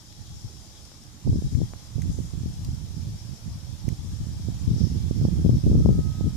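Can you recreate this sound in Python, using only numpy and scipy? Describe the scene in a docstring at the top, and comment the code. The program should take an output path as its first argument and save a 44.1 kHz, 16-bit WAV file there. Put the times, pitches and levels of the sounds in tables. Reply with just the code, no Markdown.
"""Wind buffets the two ports of a hand-held microphone, each with its own eddies, strongest near the end.
Each eddy is a pressure pulse that the bass roll-off turns into a thud. Insects stridulate in dry grass,
three bands of hiss over a soft breeze and a faint distant hum. Small dry clicks ring close by,
fingers tap the housing twice, and a thin far whistle swells late."""
import sys
import numpy as np
from scipy import signal
from scipy.fft import rfft, irfft, next_fast_len
from scipy.io import wavfile
from scipy.ndimage import uniform_filter1d, map_coordinates

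SR = 44100
rng = np.random.default_rng(int(sys.argv[2]) if len(sys.argv) > 2 else 0)


def to_wav(sig):
    """Store sig (one row per channel, or 1-D mono) as 16-bit WAV at the path in sys.argv[1].

    Samples outside -1..1 are clipped; the rate is SR.
    """
    pcm = np.clip(np.atleast_2d(sig), -1, 1) * 32767
    pcm = np.round(pcm).astype(np.int16)
    wavfile.write(sys.argv[1], SR, pcm.T)  # frames by channels


N = 280476


def amp(db):
    """Decibels to gain."""
    return 10 ** (np.asarray(db) / 20)


def unit(x):
    """Each channel at rms 1."""
    return x / np.sqrt(np.mean(x ** 2, axis=-1, keepdims=True) + 1e-20)


def power(x, size=1250):
    """Running mean square."""
    return np.abs(uniform_filter1d(uniform_filter1d(x * x, size), size)) + 1e-12


def pan(left_db):
    """Channel gains for a left-minus-right level."""
    return amp([[left_db / 2], [-left_db / 2]])


def over_hz(points, hz):
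    """(f/Hz, value) points interpolated on a log axis."""
    knots_hz, values = np.transpose(points)
    return np.interp(np.log(hz + 1), np.log(knots_hz + 1), values)


def over_time(points):
    """(t/s, value) points interpolated per sample."""
    return np.interp(np.arange(N) / SR, *np.transpose(points))


def wobble(rate_hz):
    """Smooth random curve, rate_hz knots a second."""
    knots = rng.standard_normal(int(N * rate_hz / SR) + 4)
    return map_coordinates(knots, [np.arange(N) * rate_hz / SR])


def filtered(x, response):
    """x through a complex frequency response."""
    size = next_fast_len(N + SR // 2)
    return irfft(rfft(x, size) * response(np.fft.rfftfreq(size, 1 / SR)), size)[..., :N]


def resonances(modes, hz):
    """Causal response of (f/Hz, width/Hz, level/dB) modes, alternating in sign."""
    return sum((-1) ** k * amp(db) * 1j * hz * width / (centre ** 2 - hz ** 2 + 1j * hz * width)
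               for k, (centre, width, db) in enumerate(modes))


def hiss(spectrum, patchy_db=1.56):
    """Uncorrelated stereo noise of rms 1, shimmering in small time-frequency patches."""
    cells = signal.stft(rng.standard_normal((2, N)), nperseg=1024)[2]
    patches = uniform_filter1d(rng.standard_normal(cells.shape), size=5, axis=1)
    patches = uniform_filter1d(patches, size=7, axis=2)
    noise = signal.istft(cells * amp(patchy_db * patches / patches.std()), nperseg=1024)[1][:, :N]
    return unit(filtered(noise, lambda hz: amp(over_hz(spectrum, hz))))


def pulses(times_s, peaks, half_widths_ms):
    """Bell-shaped pressure pulses; narrow ones sound brighter."""
    offsets = np.arange(-SR // 40, SR // 40)
    distance = offsets / (np.asarray(half_widths_ms)[:, None] * SR / 1000)
    bells = np.asarray(peaks)[:, None] * np.hanning(len(offsets)) / (1 + distance ** 2)
    at = np.round(np.asarray(times_s)[:, None] * SR).astype(int) + offsets
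    inside = (at >= 0) & (at < N)
    return np.bincount(at[inside], bells[inside], N)


def low_cut(x, corner_hz=92, damping=1.0, blocking_hz=38):
    """Microphone bass roll-off: each push becomes a swing and a rebound."""
    def response(hz):
        s = 1j * hz / corner_hz
        return s * s / (s * s + damping * s + 1) * 1j * hz / (1j * hz + blocking_hz)
    return filtered(x, response)


# Wind rumble before the port offset: t/s, level/dB
WIND_DB = [(0, -51.5), (.25, -40.5), (.7, -45), (1.22, -48), (1.28, -24.5), (1.58, -31), (1.87, -45),
           (1.97, -26), (2.55, -33), (3.1, -33.5), (3.38, -35), (3.8, -37), (4.1, -32.5), (4.7, -26.5),
           (5.2, -21.5), (5.9, -19.5), (6.03, -23.5), (6.36, -25)]
# Port offset, left in the lee: port -> gain/dB
PORT_DB = {"L": -9, "R": 1}
# Air stalls at both ports: t/s, half length/s, drop/dB
WIND_LULLS = [(3.18, 0.02, 7), (3.375, .04, 10), (3.952, 0.014, 5), (4.888, 0.009, 16), (5.611, 0.019, 8.5),
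              (6.17, 0.03, 1.5)]
# Puffs at one port: start t/s, port, hold/s, level/dB
WIND_PUFFS = [(0.28, "L", 0.1, -39), (0.446, "L", 0.016, -29.5), (1.258, "R", 0.058, -18.5),
              (1.274, "L", .12, -21.5), (1.447, "L", 0.018, -20.5), (1.529, "L", 0.11, -19),
              (1.958, "R", .04, -22), (2.092, "L", 0.02, -19), (2.187, "R", 0.017, -19.5),
              (2.334, "R", 0.085, -26), (2.436, "L", 0.062, -26.5), (2.571, "L", 0.17, -30.5),
              (2.678, "R", 0.035, -25), (2.97, "R", 0.12, -27.5), (3.06, "L", 0.1, -32.5),
              (3.292, "R", 0.043, -30), (3.46, "R", 0.023, -28), (3.479, "L", 0.098, -31.5),
              (3.69, "R", 0.063, -30), (3.853, "R", 0.078, -22), (3.99, "L", .14, -29.5),
              (4.204, "L", 0.027, -25.5), (4.303, "L", 0.13, -33.5), (4.472, "R", 0.034, -23.5),
              (4.682, "L", 0.058, -17), (4.809, "R", 0.049, -15.5), (4.913, "L", 0.031, -28),
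              (5.217, "L", 0.048, -19.5), (5.375, "L", 0.066, -23), (5.445, "L", .115, -15.5),
              (5.643, "R", 0.18, -15.5), (5.668, "L", .145, -16), (5.853, "L", 0.058, -12),
              (5.927, "L", 0.082, -18.5), (6.241, "L", 0.039, -17)]

def airflow_db(port, flutter_db=2.5, flutter_hz=30, attack_s=0.019, release_s=0.026):
    """Rumble level at one port: fluttering wind with lulls, overtaken by puffs."""
    t = np.arange(N) / SR
    lull_db = sum(drop_db / (1 + ((t - at_s) / half_s) ** 4) for at_s, half_s, drop_db in WIND_LULLS)
    level_db = over_time(WIND_DB) + PORT_DB[port] + flutter_db * wobble(flutter_hz) - lull_db
    for start_s, side, hold_s, puff_db in WIND_PUFFS:
        if side == port:
            outside = np.maximum((start_s - t) / attack_s, (t - start_s - hold_s) / release_s)
            level_db = np.maximum(level_db, puff_db - 20 * np.maximum(outside, 0))
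    return level_db


def turbulence(level_db, buffets, rate_hz=420, half_ms=2.546, narrowing=0.033, scatter=0.21, calm_db=-30):
    """Random eddies: faster air makes them stronger and shorter."""
    count = int(rate_hz * N / SR)
    jitter, spread, peaks = rng.standard_normal((count, 3)).T
    times_s = np.clip((np.arange(count) + jitter) / rate_hz, 0, (N - 1) / SR)
    speed_db = np.maximum(level_db[(times_s * SR).astype(int)] - calm_db, -7)
    half_widths_ms = half_ms * np.exp(scatter * spread - narrowing * speed_db)
    stream = low_cut(pulses(times_s, peaks, half_widths_ms))
    gust_power = amp(level_db) ** 2
    stream_power = np.maximum(gust_power - power(buffets), 0.5 * gust_power)
    return stream * np.sqrt(stream_power / power(stream))


# Hardest eddies: t/s, port, level/dB before the low cut, half width/ms
HARD_EDDIES = [(1.275, "R", -7.5, 0.78), (1.294, "L", -0.5, 2.3), (1.33, "R", -12.5, 0.81),
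               (1.359, "L", -7, 1.27), (1.423, "R", -11.5, 0.85), (1.55, "L", -0.5, 2.3),
               (1.617, "L", -4.5, 0.9), (1.983, "R", -13, 0.89), (2.098, "L", 3, 5.1),
               (2.188, "R", -7.5, 1.14), (2.337, "R", -14, 1.27), (2.46, "L", -9.5, 1.36),
               (2.688, "R", -11.5, 1.6), (3.882, "R", -8.5, 0.93), (4.486, "R", -9.5, .96),
               (4.678, "L", 1, 2.1), (4.837, "R", 2, 2.7), (5.111, "R", -3, 1.06), (5.252, "R", -2, 0.79),
               (5.286, "R", -11, 0.78), (5.450, "L", 1.5, 1.2), (5.462, "L", 0.5, 1), (5.494, "L", 1, 0.98),
               (5.667, "L", -0.5, 1.07), (5.754, "L", -2, 1.02), (5.860, "L", 1, 0.69),
               (5.891, "L", 1.5, 0.81), (5.991, "L", -0.5, 1.2), (6.210, "R", -8, 0.79)]

def wind(port):
    """Hard eddies thud on one port amid the smaller turbulence."""
    rows = [(at_s, db, half_ms) for at_s, side, db, half_ms in HARD_EDDIES if side == port]
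    times_s, levels_db, half_widths_ms = np.transpose(rows)
    buffets = low_cut(pulses(times_s, -amp(levels_db), half_widths_ms))
    return buffets + turbulence(airflow_db(port), buffets)


# Effort of the whole chorus: t/s, gain/dB
EFFORT_DB = [(0, 0), (.3, 2.5), (.85, 1.5), (1.15, -2.5), (1.42, 2.5), (1.8, 0.5), (3.2, 1.5), (3.5, 0),
             (4.2, 1), (5.65, 0.5), (5.85, -0.5), (6.36, 1)]
# One voice rises: t/s, voice, half length/s, rise/dB
VOICE_SWELLS = [(1.532, "sizzle", 0.21, 3), (2.174, "sizzle", 0.13, 6), (2.99, "shrill", 0.057, 3.5),
                (3.255, "shrill", .08, 4.5), (4.16, "sizzle", 0.067, 2.5), (4.838, "shrill", 0.11, 8.5),
                (5.0, "rasp", 0.85, 3), (5.215, "shrill", 0.1, 5), (5.61, "shrill", 0.15, 5)]

def stridulation(voice, level_db, flutter_hz, flutter_db=1.0, drift_db=-0.4, drift_hz=4.6):
    """Gain of one insect voice: shared effort, own swells, drift and flutter."""
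    t = np.arange(N) / SR
    swell_db = sum(rise_db * np.exp(-((t - at_s) / half_s) ** 2)
                   for at_s, who, half_s, rise_db in VOICE_SWELLS if who == voice)
    waver_db = drift_db * wobble(drift_hz) + flutter_db * wobble(flutter_hz)
    return amp(level_db + over_time(EFFORT_DB) + swell_db + waver_db)


# Insect voice spectra: f/Hz, relative level/dB
SHRILL_SPECTRUM = [(4000, -28), (4500, -9), (4850, -8), (5200, -1.5), (5480, -2.5), (5700, -6), (6300, -10),
                   (7500, -49), (9000, -28)]
SIZZLE_SPECTRUM = [(4500, -33), (5700, -4), (6400, 0.5), (7100, 2), (8200, -8.5), (9700, -6.5),
                   (12000, -20), (15000, -35)]
RASP_SPECTRUM = [(2600, -20.5), (3050, -6), (3330, 2), (3550, -2.5), (3700, 0), (3950, 0), (4200, -5.5),
                 (4550, -8), (5200, -19), (6500, -65)]

def insects():
    """Many far insects blur into three noise bands, the shrill one furthest left."""
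    shrill = stridulation("shrill", level_db=-58.5, flutter_hz=40) * hiss(SHRILL_SPECTRUM, patchy_db=2.0)
    sizzle = stridulation("sizzle", level_db=-60.5, flutter_hz=28) * hiss(SIZZLE_SPECTRUM, patchy_db=1.0)
    rasp = stridulation("rasp", level_db=-62.5, flutter_hz=35) * hiss(RASP_SPECTRUM, patchy_db=2.5)
    return shrill * pan(left_db=9.0) + sizzle * pan(left_db=4.5) + rasp * pan(left_db=3.5)


# Open-air spectrum: f/Hz, relative level/dB
BREEZE_SPECTRUM = [(20, -3), (75, -0.5), (170, -2), (230, -3), (330, -8), (450, -13.5), (720, -13),
                   (1100, -15.5), (1500, -19), (2700, -20), (6000, -16), (9500, -22.5), (12000, -25.5),
                   (14500, -29)]
# Left-right likeness: f/Hz, correlation
BREEZE_CORRELATION = [(60, 0.54), (290, 0.99), (640, 0.57), (1400, 0), (15000, 0)]
# Balance: f/Hz, left minus right/dB
BREEZE_BALANCE = [(300, 2), (1500, 2.5), (9000, -1.5), (12000, -4)]
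# Slow swell: t/s, gain/dB
BREEZE_SWELL = [(0, -2), (1.3, -1), (2.2, 0.5), (4.2, 0.5), (5, 2), (5.7, 2), (6.36, 1.5)]

def breeze(level_db=-51.0):
    """Open air, alike at both ports in the bass, diffuse in the treble."""
    def mid_side_gains(hz):
        angle = np.arccos(np.clip(over_hz(BREEZE_CORRELATION, hz), -1, 1)) / 2
        return np.array([np.cos(angle), np.sin(angle)])
    mid, side = filtered(hiss(BREEZE_SPECTRUM), mid_side_gains)
    stereo = unit(np.array([mid + side, mid - side]))
    stereo = filtered(stereo, lambda hz: amp(np.outer([.5, -.5], over_hz(BREEZE_BALANCE, hz))))
    return amp(level_db + over_time(BREEZE_SWELL)) * stereo


# Far drone: f/Hz, resonator width/Hz, level/dB
HUM_BANDS = [(303, 49, -66.5), (834.5, 12, -73.5)]

def hum(swing_db=-1.0, swing_hz=4.2):
    """Narrow noise bands of a far drone, wavering on the breeze."""
    drone = np.zeros(N)
    for centre_hz, width_hz, level_db in HUM_BANDS:
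        gain = amp(level_db + swing_db * wobble(swing_hz))
        band = filtered(rng.standard_normal(N), lambda hz: resonances([(centre_hz, width_hz, 0)], hz) ** 2)
        drone += gain * unit(band)
    return drone * pan(left_db=1.5)


# Dry snaps: t/s, relative level/dB, 30 dB decay/s, ring f/Hz, low mode gain/dB
SNAPS = [(.125, -44, 0.0071, 5600, -10), (0.619, -46, 0.0041, 5800, -6), (.852, -41, .0056, 5670, -22),
         (1.037, -45, 0.0055, 6300, -26), (1.548, -56, 0.0029, 5000, 13.5), (1.872, -45, 0.0046, 5960, -20),
         (2.019, -39, 0.012, 6360, -4), (2.647, -37.5, 0.012, 5100, -18),
         (3.8882, -30.5, 0.0034, 5900, -11)]
# Body modes: ratio to ring frequency, width/Hz, level/dB
RING_MODES = [(1, 704, -2), (1.22, 900, -5.5), (1.53, 1800, -14), (2.25, 1800, -13)]
# Low resonator, applied twice: f/Hz, width/Hz, level/dB
LOW_MODE = [(1920, 750, 1.5)]

def clicks(gain_db=9, tail_db=-24, tail_t60_s=0.07, edge_db=-17, size=4096):
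    """Milliseconds of crackle ring a small hard body and leave a faint tail."""
    out = np.zeros((2, N + size))
    t, hz = np.arange(size) / SR, np.fft.rfftfreq(size, 1 / SR)
    for at_s, level_db, decay_s, ring_hz, low_db in SNAPS:
        crackle = rng.standard_normal(size) + 0.5 * rng.standard_normal((2, size))
        envelope = amp(-30 * t / decay_s) + amp(tail_db - 60 * t / tail_t60_s)
        modes = [(ring_hz * ratio, width_hz, db) for ratio, width_hz, db in RING_MODES]
        body = resonances(modes, hz) - amp(low_db) * resonances(LOW_MODE, hz) ** 2
        edge = amp(edge_db) * 1j * hz / (1j * hz + ring_hz)  # bare crackle, high-passed
        snap = irfft(rfft(envelope * crackle) * (body + edge))
        start = round(at_s * SR)
        out[:, start:start + size] += amp(level_db + gain_db) * snap
    return out[:, :N] * pan(left_db=6.5)


# Taps on the housing: t/s, level/dB before low cut and pan, half width/ms
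FINGER_TAPS = [(0.918, -38.5, 0.16), (1.736, -28.5, 0.18)]

def finger_taps():
    """Short dull knocks reach both ports through the housing."""
    times_s, levels_db, half_widths_ms = np.transpose(FINGER_TAPS)
    return low_cut(pulses(times_s, -amp(levels_db), half_widths_ms)) * pan(left_db=12)


# Whistle swell: t/s, rms level/dB
WHISTLE_DB = [(5.6, -101), (5.74, -66), (5.95, -62), (6.15, -59.5), (6.27, -61.5), (6.36, -72)]

def whistle(pitch_hz=1271, drift_hz=1.0, drift_rate_hz=28):
    """A faint far squeal on one slightly unsteady pitch."""
    started = np.arange(N) / SR > WHISTLE_DB[0][0]
    envelope = np.sqrt(2) * amp(over_time(WHISTLE_DB)) * started
    phase = 2 * np.pi * np.cumsum(pitch_hz + drift_hz * wobble(drift_rate_hz)) / SR
    return envelope * np.sin(phase) * pan(left_db=3.0)


def scene():
    """Wind on both ports over a quiet garden."""
    gusts = np.array([wind("L"), wind("R")])
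    return gusts + insects() + breeze() + hum() + clicks() + finger_taps() + whistle()


def record(dry, top_hz=14650):
    """Brick-wall band limit."""
    return filtered(dry, lambda hz: hz < top_hz)


dry = scene()
out = record(dry)
to_wav(out)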